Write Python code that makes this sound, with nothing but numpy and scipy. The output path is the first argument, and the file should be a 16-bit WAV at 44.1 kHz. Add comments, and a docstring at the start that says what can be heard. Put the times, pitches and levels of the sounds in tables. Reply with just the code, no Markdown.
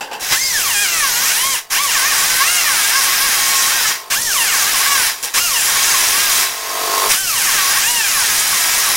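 """An air die grinder's vane motor whines as its small cut-off wheel works into a steel car panel in a garage.
Puffs of the vanes and the rub of an uneven rim make tones that rise as the wheel races and sink as it bites.
Chopped noise makes the exhaust hiss; grit noise and resonances make the rasp, the sparks and the knocks.
Spent air buffets the microphone. A compressor of sine lines and stroke noise drones, loudest in a long stall."""
import sys
import numpy as np
from scipy import signal
from scipy.fft import rfft, irfft, next_fast_len
from scipy.io import wavfile

SR = 44100
rng = np.random.default_rng(int(sys.argv[2]) if len(sys.argv) > 2 else 0)


def file_out(sig):
    """Save sig as 16-bit WAV at sys.argv[1]."""
    # one column per channel
    cols = np.atleast_2d(sig).T
    # limit, then scale
    lim = np.clip(cols, -1, 1)
    pcm = np.round(lim * 32767).astype(np.int16)
    wavfile.write(sys.argv[1], SR, pcm)


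N = 395136
TIME = np.arange(N) / SR

# Pulls of the trigger; a light pull lets air through but does not turn the wheel:
# (open t/s, close t/s, relative air level/dB, relative cutting level/dB,
#  attack time constant/s, release time constant/s, pull: above 0.5 is full, below is light)
TRIGGER_PULLS = [(0.194, 0.306, -24, -26.5, 0.02, .02, 0), (0.31, 1.555, -18, -22.5, 0.025, 0.026, 1),
                 (1.699, 3.89, -18, -17, 0.018, 0.046, 1), (4.1, 5.07, -17, -18, 0.0076, 0.037, 1),
                 (5.13, 5.291, -33.5, -36.5, 0.056, 0.09, 0.01),
                 (5.225, 5.255, -23.5, -30, 0.0036, .012, 0), (5.335, 6.415, -17, -17, 0.011, 0.07, 1),
                 (6.48, 7.117, -20, -19.5, 0.54, 0.016, 0), (7.088, 9, -17.5, -18, 0.013, 0.046, 1)]
# The hand eases off and the wheel races, then bogs down again:
# (t of the top/s, added speed/turns per s, rise/s, fall/s, change of whine level/dB)
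SPEED_SURGES = [(.408, 486, .254, .267, 1), (.825, 26, .05, .035, 1.5), (.931, 76, .184, .179, 2.5),
                (1.491, 192, .223, .134, .5), (1.82, 217, .096, .122, 1), (2.095, 73, .081, .062, 2),
                (2.306, 37, .066, .068, 0), (2.529, 99, .142, .221, 4), (2.983, 54, .089, .07, 2),
                (3.245, 56, .088, .075, 0), (3.5, 9, .25, .25, -1.5), (3.755, 48, .055, .085, -2),
                (4.221, 420, .195, .16, -1), (4.457, 81, .062, .124, 1), (4.703, 25, .041, .041, -2),
                (4.881, 61, .051, .208, 0), (5.374, 331, .105, .2, 0), (5.627, 48, .062, .08, 0),
                (5.883, 35, .05, .056, -1.5), (6.239, 21, .123, .086, -1.5), (7.161, 338, .212, .243, -1),
                (7.91, 161, .13, .26, .5), (8.49, 24, .16, .05, -3), (8.83, 25, .04, .06, 0)]
IDLE_SPEED, LOADED_SPEED = 25.0, 82.0  # turns per s: creeping, and deep in the cut
SPIN_UP_S, COAST_S = .04, .07  # time constants


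def rotor_speed():
    """First-order spin-up: air drives the rotor toward its loaded speed, surges add to it (turns per s)."""
    driven = sum(gate(start, stop, SPIN_UP_S, COAST_S)
                 for start, stop, *_, pull in TRIGGER_PULLS if pull > .5)
    racing = sum(added * swell(s, rise, fall) for s, added, rise, fall, _ in SPEED_SURGES)
    return IDLE_SPEED + driven * (LOADED_SPEED - IDLE_SPEED + racing)


def howl():
    """Level envelope: each surge of speed has its own whine level, some howl louder than others (dB)."""
    return sum(db * swell(s, rise, fall) for s, _, rise, fall, db in SPEED_SURGES)


# The wheel digs in harder, above all as it jerks into motion:
# (t/s, added cutting level/dB, half length/s)
WHEEL_BITES = [(0.35, 13, 0.035), (0.523, 14, 0.18), (1.373, 8, 0.15), (1.78, 4, 0.022), (3.18, 0, 0.03),
               (4.15, 9.5, 0.023), (4.437, 2, 0.027), (4.885, 1.5, 0.074), (5.385, 12, 0.024),
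               (7.15, 9.5, 0.034), (7.748, 2, 0.19)]
SPURT_DB, SPURT_S = 2.5, .02  # pent-up air escapes as the valve opens
RUB_ON_S = 0.03  # the wheel rubs on after the air is shut off


def effort():
    """Valve flow as the common drive: exhaust and cutting levels (dB) follow it, bites add to the cutting."""
    air = cut = 1e-5
    for start, stop, air_db, cut_db, attack, release, _ in TRIGGER_PULLS:
        spurt_db = SPURT_DB * np.exp(-since(start) / SPURT_S)
        air = air + from_db(air_db + spurt_db) * gate(start, stop, attack, release)
        cut = cut + from_db(cut_db) * gate(start, stop + RUB_ON_S, attack, release)
    bites_db = sum(db * swell(s, length, length) for s, db, length in WHEEL_BITES)
    return 20 * np.log10(air), 20 * np.log10(cut) + bites_db


VANES = 4
# Harmonics of the vane rate: (multiple, relative level/dB)
VANE_HARMONICS = [(1, 0), (2, 0), (3, 3), (4, 1), (5, -1), (6, -1), (7, -1), (8, -2), (9, -3), (10, -3),
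                  (11, -4), (12, -4)]
# Response of the exhaust port to one vane line: (f/Hz, gain/dB)
PORT_RESPONSE = [(300, -56), (800, -45), (930, -34), (1085, -24), (1200, -33), (1450, -28.5), (1780, -26.5),
                 (2350, -30), (2850, -26), (3400, -35), (4300, -44), (5700, -38), (8000, -46), (15000, -52)]
# Response to one line of the uneven rim: (f/Hz, gain/dB)
RIM_RESPONSE = [(200, -62), (550, -49), (1000, -42), (2000, -41), (3800, -43), (5200, -36), (6800, -38),
                (10000, -43), (15000, -47)]


def whine(speed, level_db, stall_speed=86.0, motor_db=17.7, wheel_db=15.0, waver_db=2.4, panel_db=0.0,
          rim_lines=50):
    """Periodic excitation: a puff per vane and a rim rub per turn, both growing with speed."""
    turns = np.cumsum(speed + .5 * drift(45)) / SR
    octaves = np.log2(speed / 190)
    spinning = 1 / (1 + (stall_speed / speed) ** 4)
    vane_wave = cyclic(VANES * turns, [db for _, db in VANE_HARMONICS])
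    puffs = colour(vane_wave, PORT_RESPONSE)
    rub = colour(cyclic(turns, rng.normal(0, 3.5, rim_lines)), RIM_RESPONSE)
    motor = puffs * from_db(motor_db + 1.2 * octaves + waver_db * drift(26))
    wheel = rub * from_db(wheel_db + 1.5 * octaves + drift(30))
    # at high speed puffs and rim make the thin wheel sing around its own resonances
    singing = resonate(motor, 5900, 1600) * np.clip((speed - 320) / 50, 0, 2.6)
    singing = singing + resonate(wheel, 5400, 500) * np.clip((speed - 460) / 25, 0, 3.4)
    # bogged down in the cut, the tool shakes the panel's lowest resonance
    bogged = 1 / (1 + (speed / 140) ** 4)
    humming = resonate(motor, 1085, 70) * from_db(panel_db + 3 * drift(10)) * bogged
    tones = (motor + wheel + singing + humming) * spinning * from_db(level_db)
    return garage(tones, near_db=-7, near_t60=.04, far_db=-7, far_t60=.26)


# Colour of the exhaust noise: (f/Hz, relative level per Hz/dB)
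HISS_COLOUR = [(300, -22.5), (1000, -23), (2500, -10.5), (4200, -7.5), (5200, -6), (6300, -0.5),
               (7500, -3.5), (8800, -4.5), (10400, -3), (11500, -6), (15500, -10)]


def exhaust(speed, hiss_db, free_db=-3.5, chop=0.3, flutter_db=0.64, swirl=0.3, swirl_bands=9):
    """Amplitude modulation: vanes chop the swirling jet; reflections off steel add a metallic ripple."""
    chopping = 1 + chop * np.cos(2 * np.pi * VANES * np.cumsum(speed) / SR)
    jet = garage(noise(HISS_COLOUR), near_db=-11, near_t60=.03, far_db=-9, far_t60=.12)
    bands = np.geomspace(3500, 12000, swirl_bands)
    jet = jet + swirl * sum(resonate(jet, hz, hz / 10) * drift(9) for hz in bands)
    return jet * chopping * from_db(hiss_db + free_db * (speed / 450) ** 2 + flutter_db * drift(70))


# Colour of grit on steel: (f/Hz, relative level per Hz/dB)
RASP_COLOUR = [(150, -26.5), (350, -10.5), (600, -11.5), (850, 0), (1080, -4.5), (1250, -1), (1650, -0.5),
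               (2600, 0), (3500, -2.5), (5000, -2), (9000, -7)]
# Panel resonances: (f/Hz, width/Hz, relative level/dB)
PANEL_MODES = [(1080, 7, 8.5), (1370, 31, -25), (1619, 18, 7), (1720, 17, 6), (1881, 20, 9.5),
               (2038, 30, 6.5), (2247, 23, 8.5), (2570, 22, 2.5), (2630, 19, 1), (3220, 38, 5),
               (3587, 40, 4), (3934, 18, 9.5), (4980, 57, 6), (5250, 66, 7), (5690, 69, 7.5),
               (6650, 62, -14), (6770, 19, 6.5)]


def rasp(speed, cut_db, grit_db=0.0, ring_db=-2.0, free_db=-9.0, grain_db=1.5):
    """Random excitation of modes: grit tears at the sheet and rings it, less so as the wheel runs free."""
    grit = noise(RASP_COLOUR) * from_db(grain_db * drift(230))
    scrape = rng.standard_normal(N)
    ring = rms_one(sum(from_db(db) * resonate(scrape, hz, width) for hz, width, db in PANEL_MODES))
    freedom = np.log2(1 + (speed / 260) ** 2)
    contact = from_db(grit_db) * grit + from_db(ring_db) * ring
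    return from_db(cut_db + free_db * freedom) * contact


def sparks(hiss_db, per_s=400.0, spark_db=-12.0, spread_db=4.0):
    """Impulse response: flying grit ticks against the steel, each grain in one of ten resonances."""
    struck = rng.random(N) < per_s / SR
    sizes = from_db(spread_db * np.minimum(rng.exponential(1, N), 4)) * struck
    pitches = np.geomspace(4500, 13000, 10)
    dealt = rng.integers(0, len(pitches), N)
    ticks = sum(resonate(sizes * (dealt == k) + 1e-18, hz, 500) for k, hz in enumerate(pitches))
    return rms_one(ticks) * from_db(hiss_db + spark_db)


# Knocks: the wheel touches the panel, or the air valve snaps open:
# (t/s, relative level/dB, low-pass corner f/Hz)
KNOCK_EVENTS = [(.008, -23.5, 6000), (.113, -22.5, 1500), (0.129, -29.5, 8800), (.222, -33, 9000),
                (1.703, -42, 7000), (5.232, -31, 12000)]
# Ring after a knock: (f/Hz, relative level/dB, t60/s)
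KNOCK_RING = [(518, -7, 0.49), (810, -4.5, 0.31), (835, -7.5, 0.91), (1550, -4.5, 0.45), (2660, 0, 0.27),
              (2860, -19, .25), (4780, -4.5, 0.24), (5470, -9, 0.2), (7200, -4, 0.16)]


def knocks(clatter_t60=0.23, clatter_db=0.0, ring_db=-3.0, ring_width_hz=145.0):
    """Modal decay: a touch of the wheel or a snap of the valve clatters and rings roughly, dying away."""
    out, t = np.zeros(N), TIME[:SR // 2]
    clatter = noise(RASP_COLOUR)
    for s, db, corner_hz in KNOCK_EVENTS:
        start = round(s * SR)
        span = slice(start, start + len(t))
        chatter = rng.standard_normal(len(t))
        ring = sum(from_db(level - 60 * t / t60) * rms_one(resonate(chatter, hz, ring_width_hz))
                   for hz, level, t60 in KNOCK_RING)
        hit = from_db(ring_db) * ring + clatter[span] * from_db(clatter_db - 60 * t / clatter_t60)
        dull = np.exp(-2 * np.pi * corner_hz / SR)
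        out[span] += from_db(db) * signal.lfilter([1 - dull], [1, -dull], hit)
    return out


# Exhaust gusts on the microphone: (t/s, level/dB, half length/s)
AIR_GUSTS = [(0.226, -33, 0.007), (0.323, -30, 0.014), (7.098, -37, 0.022)]
# Colour of moving air: (f/Hz, relative level per Hz/dB)
BUFFET_COLOUR = [(15, 3.5), (35, -3), (70, -3.5), (150, -4), (300, -8), (600, -3.5), (1500, -24.5)]


def buffet(hiss_db, draught_db=-22.0):
    """Turbulent pressure: spent air blows over the microphone, with brief gusts."""
    gusts = sum(from_db(db) * np.exp(-((TIME - s) / length) ** 2) for s, db, length in AIR_GUSTS)
    draught = from_db(hiss_db + draught_db + 1.7 * drift(11))
    return noise(BUFFET_COLOUR) * (draught + gusts)


# Compressor drone over time: (t/s, level change/dB)
DRONE_LEVEL = [(0, -23), (1.7, -23.5), (4.05, -15.5), (5.2, -19.5), (6.5, -11.5), (6.62, -8), (6.78, -1),
               (7.07, 3.5), (7.19, -41), (8.96, -9)]
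# Compressor lines: (f/Hz, relative rms level/dB)
COMPRESSOR_LINES = [(393.0, -42), (441.4, -40), (635.2, -36.5), (683.7, -34), (732.1, -39), (882.9, -38),
                    (1055, -33.5), (1077, -28.5), (1125, -47), (1174, -59), (1249, -41), (1292, -42),
                    (1421, -54), (1470, -54), (4610, -34.5)]
# Colour of chuff and rattle: (f/Hz, relative level/dB)
CHUFF_COLOUR = [(100, -37), (280, -18.5), (400, -3.5), (560, -9.5), (700, -6.5), (1050, 1), (1500, -8),
                (2500, -12), (6000, -12.5)]
STROKE_HZ, THROB_DB = 49.0, 2.2


def compressor(chuff_db=-23.5, rattle_db=-27.0, waver_db=-0.5, rattle_lines=100):
    """Line spectrum and modulated noise: pump and tank tones, with a rattle and chuff of air per stroke."""
    lines = 0
    for hz, db in COMPRESSOR_LINES:
        tone = np.sin(2 * np.pi * (hz * TIME + rng.random()))
        lines = lines + np.sqrt(2) * from_db(db + waver_db * drift(3.4)) * tone
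    stroke = 2 * np.pi * STROKE_HZ * TIME
    rattle_wave = cyclic(STROKE_HZ * TIME, rng.normal(0, 1.3, rattle_lines))
    rattle = rms_one(colour(rattle_wave, CHUFF_COLOUR))
    throb = from_db(THROB_DB * (np.cos(stroke) + .7 * np.cos(2 * stroke)))
    strokes = (from_db(chuff_db) * noise(CHUFF_COLOUR) + from_db(rattle_db) * rattle) * throb
    drone_db = np.interp(TIME, *np.transpose(DRONE_LEVEL))
    return (lines * np.sqrt(throb) + strokes) * from_db(drone_db)


def room_rumble():
    """Stationary background noise: a faint low rumble."""
    return from_db(-57.0) * noise(BUFFET_COLOUR)


def garage(x, near_db, near_t60, far_db, far_t60):
    """Reverberation: direct sound, quick reflections inside the car body, then the tail of the room."""
    t = TIME[:SR // 2]
    response = (t == 0) * 1.0
    for db, t60 in ((near_db, near_t60), (far_db, far_t60)):
        echoes = rng.standard_normal(len(t)) * from_db(-60 * t / t60) * (t > .001)
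        response = response + from_db(db) * echoes / np.linalg.norm(echoes)
    return signal.fftconvolve(x, response / np.linalg.norm(response))[:N]


def cyclic(turns, line_db, size=2048):
    """Fourier synthesis: a wave repeating every turn, its harmonics at the given rms levels."""
    lines = from_db(line_db) * np.exp(2j * np.pi * rng.random(len(line_db)))
    shape = irfft(np.append(0, lines), size) * size / np.sqrt(2)
    return np.interp(turns % 1 * size, np.arange(size + 1), np.append(shape, shape[0]))


def resonate(x, hz, width):
    """Simple resonance: a two-pole filter of the given width (Hz) with gain 1 on top."""
    r = np.exp(-np.pi * width / SR)
    zeros = np.array([1, 0, -1]) * (1 - r * r) / 2
    return signal.lfilter(zeros, [1, -2 * r * np.cos(2 * np.pi * hz / SR), r * r], x)


def colour(x, points):
    """Linear filtering: shape a sound by an (f/Hz, gain/dB) response, interpolated over log frequency."""
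    size = next_fast_len(N + 8192)
    hz, db = np.transpose(points)
    bins = np.maximum(np.arange(size // 2 + 1) * SR / size, 1)
    gain = from_db(np.interp(np.log(bins), np.log(hz), db))
    return irfft(rfft(x, size) * gain, size)[:N]


def noise(points):
    """Spectral shaping: coloured noise of unit rms."""
    return rms_one(colour(rng.standard_normal(N), points))


def drift(rate):
    """Low-passed chance: a smooth signal of unit spread, changing about `rate` times a second."""
    r = np.exp(-40 * np.pi * rate / SR)  # runs at a twentieth of the sample rate
    chance = rng.standard_normal(N // 20 + 2002)
    slow = signal.lfilter([1], [1, -2 * r, r * r], chance)[2000:]  # drop the settling
    return np.interp(np.arange(N) / 20, np.arange(len(slow)), rms_one(slow))


def gate(start, stop, attack, release):
    """Exponential relaxation: rises toward one from the start and dies away after the stop."""
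    return (1 - np.exp(-since(start) / attack)) * np.exp(-since(stop) / release)


def swell(s, rise, fall):
    """Gaussian envelope: a smooth hump of height one at a moment."""
    return np.exp(-((TIME - s) / np.where(TIME < s, rise, fall)) ** 2)


def since(s):
    """Causal time: seconds gone by since a moment, zero before it."""
    return np.maximum(TIME - s, 0)


def from_db(db):
    """Logarithmic level: decibels to gain."""
    return 10 ** (np.asarray(db) / 20)


def rms_one(x):
    """Effective value: scale to unit rms."""
    return x / np.sqrt(np.mean(x ** 2) + 1e-20)


def scene():
    """Superposition: tool, panel and compressor over faint room rumble, the same in both channels."""
    speed = rotor_speed()
    hiss_db, cut_db = effort()
    tool = whine(speed, hiss_db + howl()) + exhaust(speed, hiss_db)
    grinding = rasp(speed, cut_db) + sparks(hiss_db) + knocks()
    background = buffet(hiss_db) + compressor() + room_rumble()
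    mono = tool + grinding + background
    return np.array([mono, mono])


def record(dry):
    """Clipping and band limiting: peaks are clipped at 0.85, then a steep low-pass cuts the top."""
    low_pass = signal.ellip(12, .1, 80, 15800, fs=SR, output="sos")  # corner in Hz
    return signal.sosfilt(low_pass, np.clip(dry, -.85, .85))


dry = scene()
out = record(dry)
file_out(out)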